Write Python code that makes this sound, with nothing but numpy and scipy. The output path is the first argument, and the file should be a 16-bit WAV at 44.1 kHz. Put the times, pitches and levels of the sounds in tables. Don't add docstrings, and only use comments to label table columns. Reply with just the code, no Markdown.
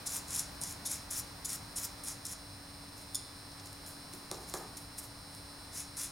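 import sys
import numpy as np
from scipy import signal
from scipy.fft import rfft, irfft, next_fast_len
from scipy.io import wavfile
from scipy.ndimage import uniform_filter1d

SR = 44100
rng = np.random.default_rng(int(sys.argv[2]) if len(sys.argv) > 2 else 0)


def to_linear_factor(level_db):
    exponent = np.asarray(level_db, float) / 20
    return 10 ** exponent


def dump_mix(stems):
    frames = np.atleast_2d(stems).T
    limited = np.clip(frames, -1, 1)
    pcm = np.round(limited * 32767).astype(np.int16)
    wavfile.write(sys.argv[1], SR, pcm)


N = 269451
TIME = np.arange(N) / SR

# (frequency [Hz], density [dB per Hz])
FAN_AIR = [(20, -22), (45, 0), (91, 0.5), (234, -6), (400, -11), (949, -8), (1900, -14), (3160, -20.5),
           (4000, -21), (5400, -17.5), (6800, -23.5), (9400, -26), (12000, -25), (16000, -25.5)]
# (frequency [Hz], side minus mid [dB])
FAN_SIDE = [(60, -36), (110, -24), (200, -14), (380, -3.5), (700, -5), (1290, -4.5), (2380, -3.5),
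            (4400, 2.5), (8120, -13.5), (15000, -34)]
# (time [s], level [dB])
FAN_SWELL = [(0.0, -53), (0.87, -54), (1.19, -54.5), (1.94, -54.5), (2.47, -56.5), (3.74, -56),
             (4.19, -55.5), (4.49, -56), (4.99, -56.5), (5.36, -56.5), (5.65, -56), (6.11, -57)]
# (frequency [Hz], width [Hz], level [dB rms])
FAN_HUMS = [(56, 13, -63), (101.4, 17, -57), (165, 19.4, -60.5), (284.7, 5.5, -60.5), (605, 1, -72.5)]
# (frequency [Hz], level [dB rms])
WHINE = [(3601, -79), (4000, -67), (4048, -69), (4102, -67), (4151, -74), (4199, -76), (4253, -76),
         (4350, -77), (4398, -75), (4500, -76), (4597, -74), (4651, -74), (4700, -69), (4802, -72),
         (5050, -77), (5152, -74), (5303, -64), (5399, -70), (5448, -71), (8500, -77), (8549, -74),
         (8603, -71), (8651, -75), (9200, -67), (9249, -70), (9302, -67), (9351, -75), (9399, -73),
         (9502, -75), (10401, -81)]
# (frequency [Hz], level [dB rms])
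BUZZ = [(3300, -84), (3700, -85.5), (5000, -97), (6000, -102.5), (6600, -115.5), (7900, -87), (8600, -85),
        (8920, -83), (9300, -77), (9700, -84), (10600, -92), (11500, -92)]
MAINS_HZ = 50

# (time [s], rise [ms], peak level [dB], fade [dB/s], bent bristles [dB])
LANDINGS = [
    (0.056, 15, -37.5, 550, 1.5),
    (0.607, 8.9, -39.5, 650, -14),
    (0.85, 13, -36, 600, 1.5),
    (1.102, 7, -38, 500, -7),
    (1.444, 10.7, -33.5, 1000, -4),
    (1.755, 11, -37.5, 500, -9),
    (2.032, 11, -42, 350, -9),
    (2.247, 8, -44.5, 400, 1.5),
    (5.962, 9, -43, 500, -6),
]
# (time [s], rise [ms], peak level [dB], fade [dB/s], bent bristles [dB])
DABS = [(2.958, 16, -58, 200, -4), (3.005, 20, -60, 300, -3), (3.648, 10, -56, 260, -3),
        (3.7, 28, -65, 280, -5), (3.858, 10, -51.5, 150, -5), (4.122, 9.2, -54.5, 150, -6),
        (4.316, 8.7, -57, 130, 1.5), (4.39, 30, -59, 300, -5), (4.46, 35, -52.5, 250, -3),
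        (4.54, 3.4, -49, 160, 0), (4.766, 6, -49.5, 400, -10), (4.79, 25, -58, 250, -10),
        (4.972, 19, -42.5, 800, -5.5), (5.01, 31, -52, 350, -4), (5.3, 10, -61, 400, -8),
        (5.338, 8, -59, 190, -8)]
# (time [s], length [ms], first level [dB], last level [dB], thin top at the end [dB])
SWEEPS = [(0.092, 74, -46.5, -38.5, -6), (0.275, 33, -60, -45.5, -18), (0.322, 79, -44, -38.5, -15),
          (0.625, 87, -46, -47.5, -11), (0.887, 32, -49, -37.5, -11), (0.925, 30, -44, -46, -8),
          (1.472, 20, -59, -41.5, -10), (1.777, 22, -39, -44, -4), (2.06, 19, -53, -41, -12),
          (2.092, 29, -45, -48.5, -11), (5.73, 35, -54, -44, -14), (5.776, 34, -44, -44, -13),
          (5.977, 39, -45, -39, -10), (6.035, 31, -40, -47, -13)]
# (time [s], length [ms], first level [dB], last level [dB], thin top at the end [dB])
FLICKS = [
    (1.117, 82, -43.5, -38.5, -5),
    (1.503, 54, -44, -44, -5),
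    (1.81, 41.7, -51, -38.5, 0),
    (2.283, 48.4, -50.5, -43.5, -12),
]
# (frequency [Hz], density [dB per Hz])
BRISTLE = [(1800, -37), (3000, -27.5), (3620, -12.5), (4000, -14), (4700, -12.5), (5400, -2), (6200, -5.5),
           (7000, -2), (8200, -6), (8900, 1), (9700, -1.5), (10700, 0.5), (12500, -12.5), (16000, -20)]
RISE_DB, GRIP_DB_S = 24.5, 1500
LIFT_DB_S = (430, 380, 480)
FLICK_FASTER = 2.4
SWEEP_BENT_DB, SWEEP_TOP_DB = (-1.4, -2.5), -12
LAND_TOP_DB, DAB_TOP_DB = -14, -5.5
RASP_DB, RASP_SHARE = (-66, -59.5, -58.5), 0.69
GRIT_DB = (3.8, 4.9, 3.6, 1.6)

# (time [s], peak level [dB], low part [dB])
SNAPS = [(0.065, -29, -14), (0.0712, -30, -21), (0.2823, -31, -24), (0.306, -24, -28), (0.341, -24, -23),
         (0.349, -20.5, -24), (0.3524, -23, -22), (0.361, -19.5, -21), (0.365, -21, -21), (0.384, -25, -17),
         (0.1874, -33, -22), (0.404, -29, -16), (0.614, -25, -22), (0.636, -20, -31), (0.724, -27.5, -23),
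         (0.8589, -35, -26), (0.872, -29, -27), (1.1098, -23.5, -30), (1.4511, -24, -20),
         (1.4933, -27, -16), (1.503, -26, -11), (1.53, -23.5, -14), (1.7706, -25, -24), (1.7834, -27, -9.5),
         (2.0368, -30, -22), (2.0732, -26, -24), (2.076, -30, -24), (2.0835, -23, -28), (2.2535, -25, -31),
         (2.266, -23, -24)]
SNAP_MS = 1.52
# (time [s], peak level [dB], low part [dB], burst length [ms])
TAPS = [(0.3935, -15.5, -26, 2.2), (3.5165, -54, 7, 2.5), (3.597, -52.5, 8.5, 3.5), (3.6582, -34, -17, 1.4),
        (3.671, -34, -13, 1.4), (3.7289, -35, -13, 1.6), (3.863, -34.5, -14, 1.4), (4.1355, -31, -11, 1.3),
        (4.3137, -19, -10, 0.94), (4.323, -34, -15, 1.4), (4.3444, -34, -5, 1.2), (4.4967, -31, -21, 1.4),
        (4.539, -16, -14.5, 0.64), (4.5472, -27.5, -15, 0.7), (4.769, -34, -15, 7.5), (4.98, -33, -21, 6.8),
        (4.99, -38, -25, 1.5), (5.349, -35.5, -16, 1.4), (5.9698, -36, -16, 1.4), (2.978, -38, -22, 1.4),
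        (3.013, -39, -22, 1.4)]
# (time [s], peak level [dB], length [ms])
SQUEAKS = [
    (3.864, -29, 35),
]
# (time [s], peak level [dB], chatter length [ms])
SET_DOWN = [
    (3.1365, -39, 1.1),
    (3.1455, -19, 1.3),
    (3.1506, -22, 3.3),
    (3.1532, -21.5, 2.1),
    (3.1596, -40, 2.3),
    (3.1825, -49, 3),
]
# (frequency [Hz], width [Hz], level [dB])
PART = [(3520, 120, -9.5), (5070, 220, -5), (5420, 120, -8), (6400, 160, -7), (7060, 63, -13.5),
        (6870, 35, -13), (6690, 60, -15), (8830, 300, 1), (9800, 260, 2), (10040, 260, 1), (11170, 90, -13),
        (13300, 420, -4), (15000, 600, -16)]
# (time [s], peak level [dB], contact time [ms])
KNOCKS = [
    (4.135, -32, 3.36),
    (4.3138, -33, 0.8),
    (4.5396, -32, 0.35),
]
# (frequency [Hz], width [Hz], level [dB])
BENCH = [(170, 78, -5), (362, 29, -3.5), (439, 31, -4), (540, 110, -2), (757, 76, 1), (876, 79, -0.5),
         (1210, 120, 0), (1680, 150, 2), (2250, 330, -16)]
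# (frequency [Hz], reverberation time [s])
ROOM_T60 = [(200, 0.46), (1000, 0.63), (5000, 0.48), (12000, 0.088)]
PORT_LAG = 23
TOP_HZ = 15900

SIDES = np.array([[1], [-1]])


def level(x, db):
    return x * to_linear_factor(db) / np.sqrt(np.mean(x ** 2))


def read(table, hz):
    f, v = np.transpose(table)
    return np.interp(np.log(np.maximum(hz, 1)), np.log(f), v)


def colour(x, table):
    cepstrum = irfft(np.log(to_linear_factor(read(table, np.fft.rfftfreq(2048, 1 / SR)))))
    cepstrum[1:1024] *= 2
    cepstrum[1025:] = 0
    return signal.fftconvolve(x, irfft(np.exp(rfft(cepstrum))))[:N]


def band(x, lo_hz, hi_hz):
    return signal.sosfilt(signal.butter(2, [lo_hz, hi_hz], "band", fs=SR, output="sos"), x)


def ring(x, modes):
    out = 0
    for k, (hz, width, db) in enumerate(modes):
        pole = np.exp((2j * np.pi * hz - np.pi * abs(width)) / SR)
        out = out + (-1) ** k * to_linear_factor(db) * signal.lfilter([1], [1, -pole], x).imag
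    return out


def bursts(events, db, length_ms):
    out = np.zeros(N + 4000)
    t = np.arange(4000) / SR
    noises = rng.standard_normal((len(events), len(t)))
    for s, gain, ms, noise in zip(events, to_linear_factor(db), length_ms, noises):
        i = int(s * SR)
        ms = max(ms, 0.05)
        fade = np.exp(-t * 1000 / ms)
        front = 1 - np.exp(-t * 4000 / ms)
        out[i:i + len(t)] += gain * np.tanh(2 * noise) * fade * front * 1.5
    return out[:N]


def held(samples):
    steps = np.repeat(rng.standard_normal(N // samples + 1), samples)[:N]
    return uniform_filter1d(steps, samples // 2)


def fan():
    size = next_fast_len(N)
    hz = np.fft.rfftfreq(size, 1 / SR)
    s, db = np.transpose(FAN_SWELL)
    swell = to_linear_factor(np.interp(TIME, s, db - np.mean(db)))
    air = to_linear_factor(read(FAN_AIR, hz)) * rfft(rng.standard_normal((2, size)))
    air[1] *= to_linear_factor(read(FAN_SIDE, hz))
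    mid, side = level(irfft(air, size)[:, :N], -54) * swell
    for f, width, hum_db in FAN_HUMS[:3] + FAN_HUMS[4:]:
        mid = mid + level(ring(rng.standard_normal(N), [(f, width, 0)]), hum_db - 3.5)
    f, width, hum_db = FAN_HUMS[3]
    tremble = level(uniform_filter1d(rng.standard_normal((2, N)), int(SR / width / 4)), -16.5)
    tone = np.sqrt(2) * to_linear_factor(hum_db) * (1 + tremble[0]) * np.sin(2 * np.pi * f * TIME + tremble[1])
    return mid + tone + (side + to_linear_factor(-22.5) * np.roll(tone, 40)) * SIDES


def whine():
    hz, db = np.transpose(WHINE)
    cycle = np.zeros(SR // MAINS_HZ // 2 + 1)
    multiples = np.arange(len(cycle)) * MAINS_HZ
    weak = to_linear_factor(read(BUZZ, multiples) + 3.3 * rng.standard_normal(len(cycle)))
    cycle += weak * (multiples > 3300) * (multiples < 11500)
    cycle[np.round(hz / MAINS_HZ).astype(int)] = to_linear_factor(db + 1.0)
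    phases = np.exp(2j * np.pi * rng.random((2, len(cycle))))
    one_cycle = irfft(cycle * phases) * len(cycle) * np.sqrt(2)
    mid, side = np.tile(one_cycle, N * MAINS_HZ // SR + 1)[:, :N]
    return to_linear_factor(1.0 * held(900)) * (mid + to_linear_factor(-34) * side * SIDES)


def pressure():
    t = TIME[::32]
    power, grit = np.full((4, len(t)), 1e-14), 0
    for kind, (rows, top_db) in enumerate([(LANDINGS, LAND_TOP_DB), (DABS, DAB_TOP_DB)]):
        for s, ms, db, fade, bent_db in rows:
            early = np.clip(1 - (t - s) * 1000 / max(ms, 1), 0, None)
            late = np.clip(t - s - ms / 1000, 0, None)
            tips = db - RISE_DB * early ** 2 - abs(fade) * late
            rasp = RASP_DB[kind] + RASP_SHARE * (tips + 45)
            gain = to_linear_factor(np.array([tips, tips + bent_db, tips + top_db, rasp])) ** 2 * (t > s)
            power, grit = power + gain, grit + GRIT_DB[kind] * gain[0]
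    pulls = [(*row, 1) for row in SWEEPS] + [(*row, FLICK_FASTER) for row in FLICKS]
    for s, ms, first_db, last_db, top_db, lift in pulls:
        along = np.clip((t - s) * 1000 / max(ms, 1), 0, 1)
        pull = first_db + along * (last_db - first_db) - GRIP_DB_S * np.clip(s - t, 0, None)
        lifted = np.clip(t - s - ms / 1000, 0, None)
        tips, bent, top = (pull - lift * rate * lifted for rate in LIFT_DB_S)
        bent = bent + np.interp(along, [0, 1], SWEEP_BENT_DB)
        top = top + SWEEP_TOP_DB + along * (top_db - SWEEP_TOP_DB)
        rasp = RASP_DB[2] + RASP_SHARE * (tips + 45)
        gain = to_linear_factor(np.array([tips, bent, top, rasp])) ** 2
        power, grit = power + gain, grit + np.interp(along, [0, 1], GRIT_DB[2:]) * gain[0]
    return [np.interp(TIME, t, curve) for curve in (*np.sqrt(power), grit / power[0])]


def tufts(sound, edges_hz, patchy_db):
    total = 0
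    for lo, hi in zip(edges_hz, edges_hz[1:]):
        total = total + to_linear_factor(patchy_db * held(250)) * band(band(sound, lo, hi), lo, hi)
    return level(total, 0)


def brush(slips_per_s, ribs_share, patchy_db):
    tips_gain, bent_gain, top_gain, rasp_gain, grit_db = pressure()
    grit_db = np.clip(grit_db, 0, 5)
    size = to_linear_factor(grit_db * np.minimum(rng.exponential(size=N), 2))
    slips = (rng.random(N) < slips_per_s / SR) * np.sign(rng.standard_normal(N)) * size
    slips = slips * to_linear_factor(ribs_share * grit_db * held(70))
    slips = slips / np.sqrt(uniform_filter1d(slips ** 2, 700) + 1e-9)
    sound = colour(slips, BRISTLE)
    bent = tufts(sound, [3000, 4600, 6100, 7800], patchy_db)
    tips = tufts(sound, [7800, 9300, 10400, 12000], patchy_db)
    top = tufts(sound, [12000, 14000, 18000], patchy_db)
    rasp = level(band(slips, 1080, 2820), 0.1)
    return tips_gain * tips + bent_gain * bent + top_gain * top + rasp_gain * rasp


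def snaps():
    s, db, low_db, ms = np.transpose([(*row, SNAP_MS) for row in SNAPS] + TAPS)
    bright = colour(bursts(s, db + 1, ms), BRISTLE)
    tick = band(bursts(s, db + low_db + 7.5, ms), 3270, 6700)
    squeak = band(bursts(*np.transpose(SQUEAKS)), 9700, 9800)
    return bright + tick + squeak


def set_down():
    s, db, ms = np.transpose(SET_DOWN)
    return ring(bursts(s, db - 21.5, ms), PART)


def knocks():
    blow = np.zeros(N)
    for s, db, ms in KNOCKS:
        i = int(s * SR)
        push = np.hanning(int(max(ms, 0.1) * SR / 1000) + 2)
        blow[i:i + len(push)] = to_linear_factor(db) * push / push.sum()
    return to_linear_factor(-3.5) * ring(blow, BENCH) + to_linear_factor(22.5) * band(blow, 330, 2000)


def room(x, wet_db, side_db):
    t = np.arange(int(0.5 * SR)) / SR
    tail = 0
    for hz in 250 * 2 ** np.arange(7):
        octave = band(rng.standard_normal((2, len(t))), hz / np.sqrt(2), min(hz * np.sqrt(2), 0.45 * SR))
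        tail = tail + octave * to_linear_factor(-60 * t / read(ROOM_T60, hz))
    tail = tail * (1 - np.exp(-t / 0.0024))
    mid, side = (signal.fftconvolve(x, h / np.sqrt(np.sum(h ** 2)))[:N] for h in tail)
    return to_linear_factor(wet_db) * (mid + to_linear_factor(side_db) * side * SIDES)


def scene():
    hands = brush(slips_per_s=7000, ribs_share=0.38, patchy_db=2.34) + snaps()
    part, wood = set_down(), knocks()
    left_db = 0.65 * ((TIME < 2.5) | (TIME > 5.6))
    direct = to_linear_factor(np.array([left_db, -left_db])) * hands + part + wood
    echo = to_linear_factor(-21) * np.roll(hands + part, PORT_LAG) * SIDES
    wet = room(hands, -10.5, -36) + room(part, -7.5, -15) + room(wood, -0.56, -14)
    return direct + echo + wet + whine() + fan()


def top_cut(x):
    return signal.sosfilt(signal.butter(12, 16630, fs=SR, output="sos"), x)


def record(dry):
    cut = signal.sosfilt(signal.ellip(10, 0.3, 70, TOP_HZ, fs=SR, output="sos"), dry)
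    return top_cut(cut)


dry = scene()
out = record(dry)
dump_mix(out)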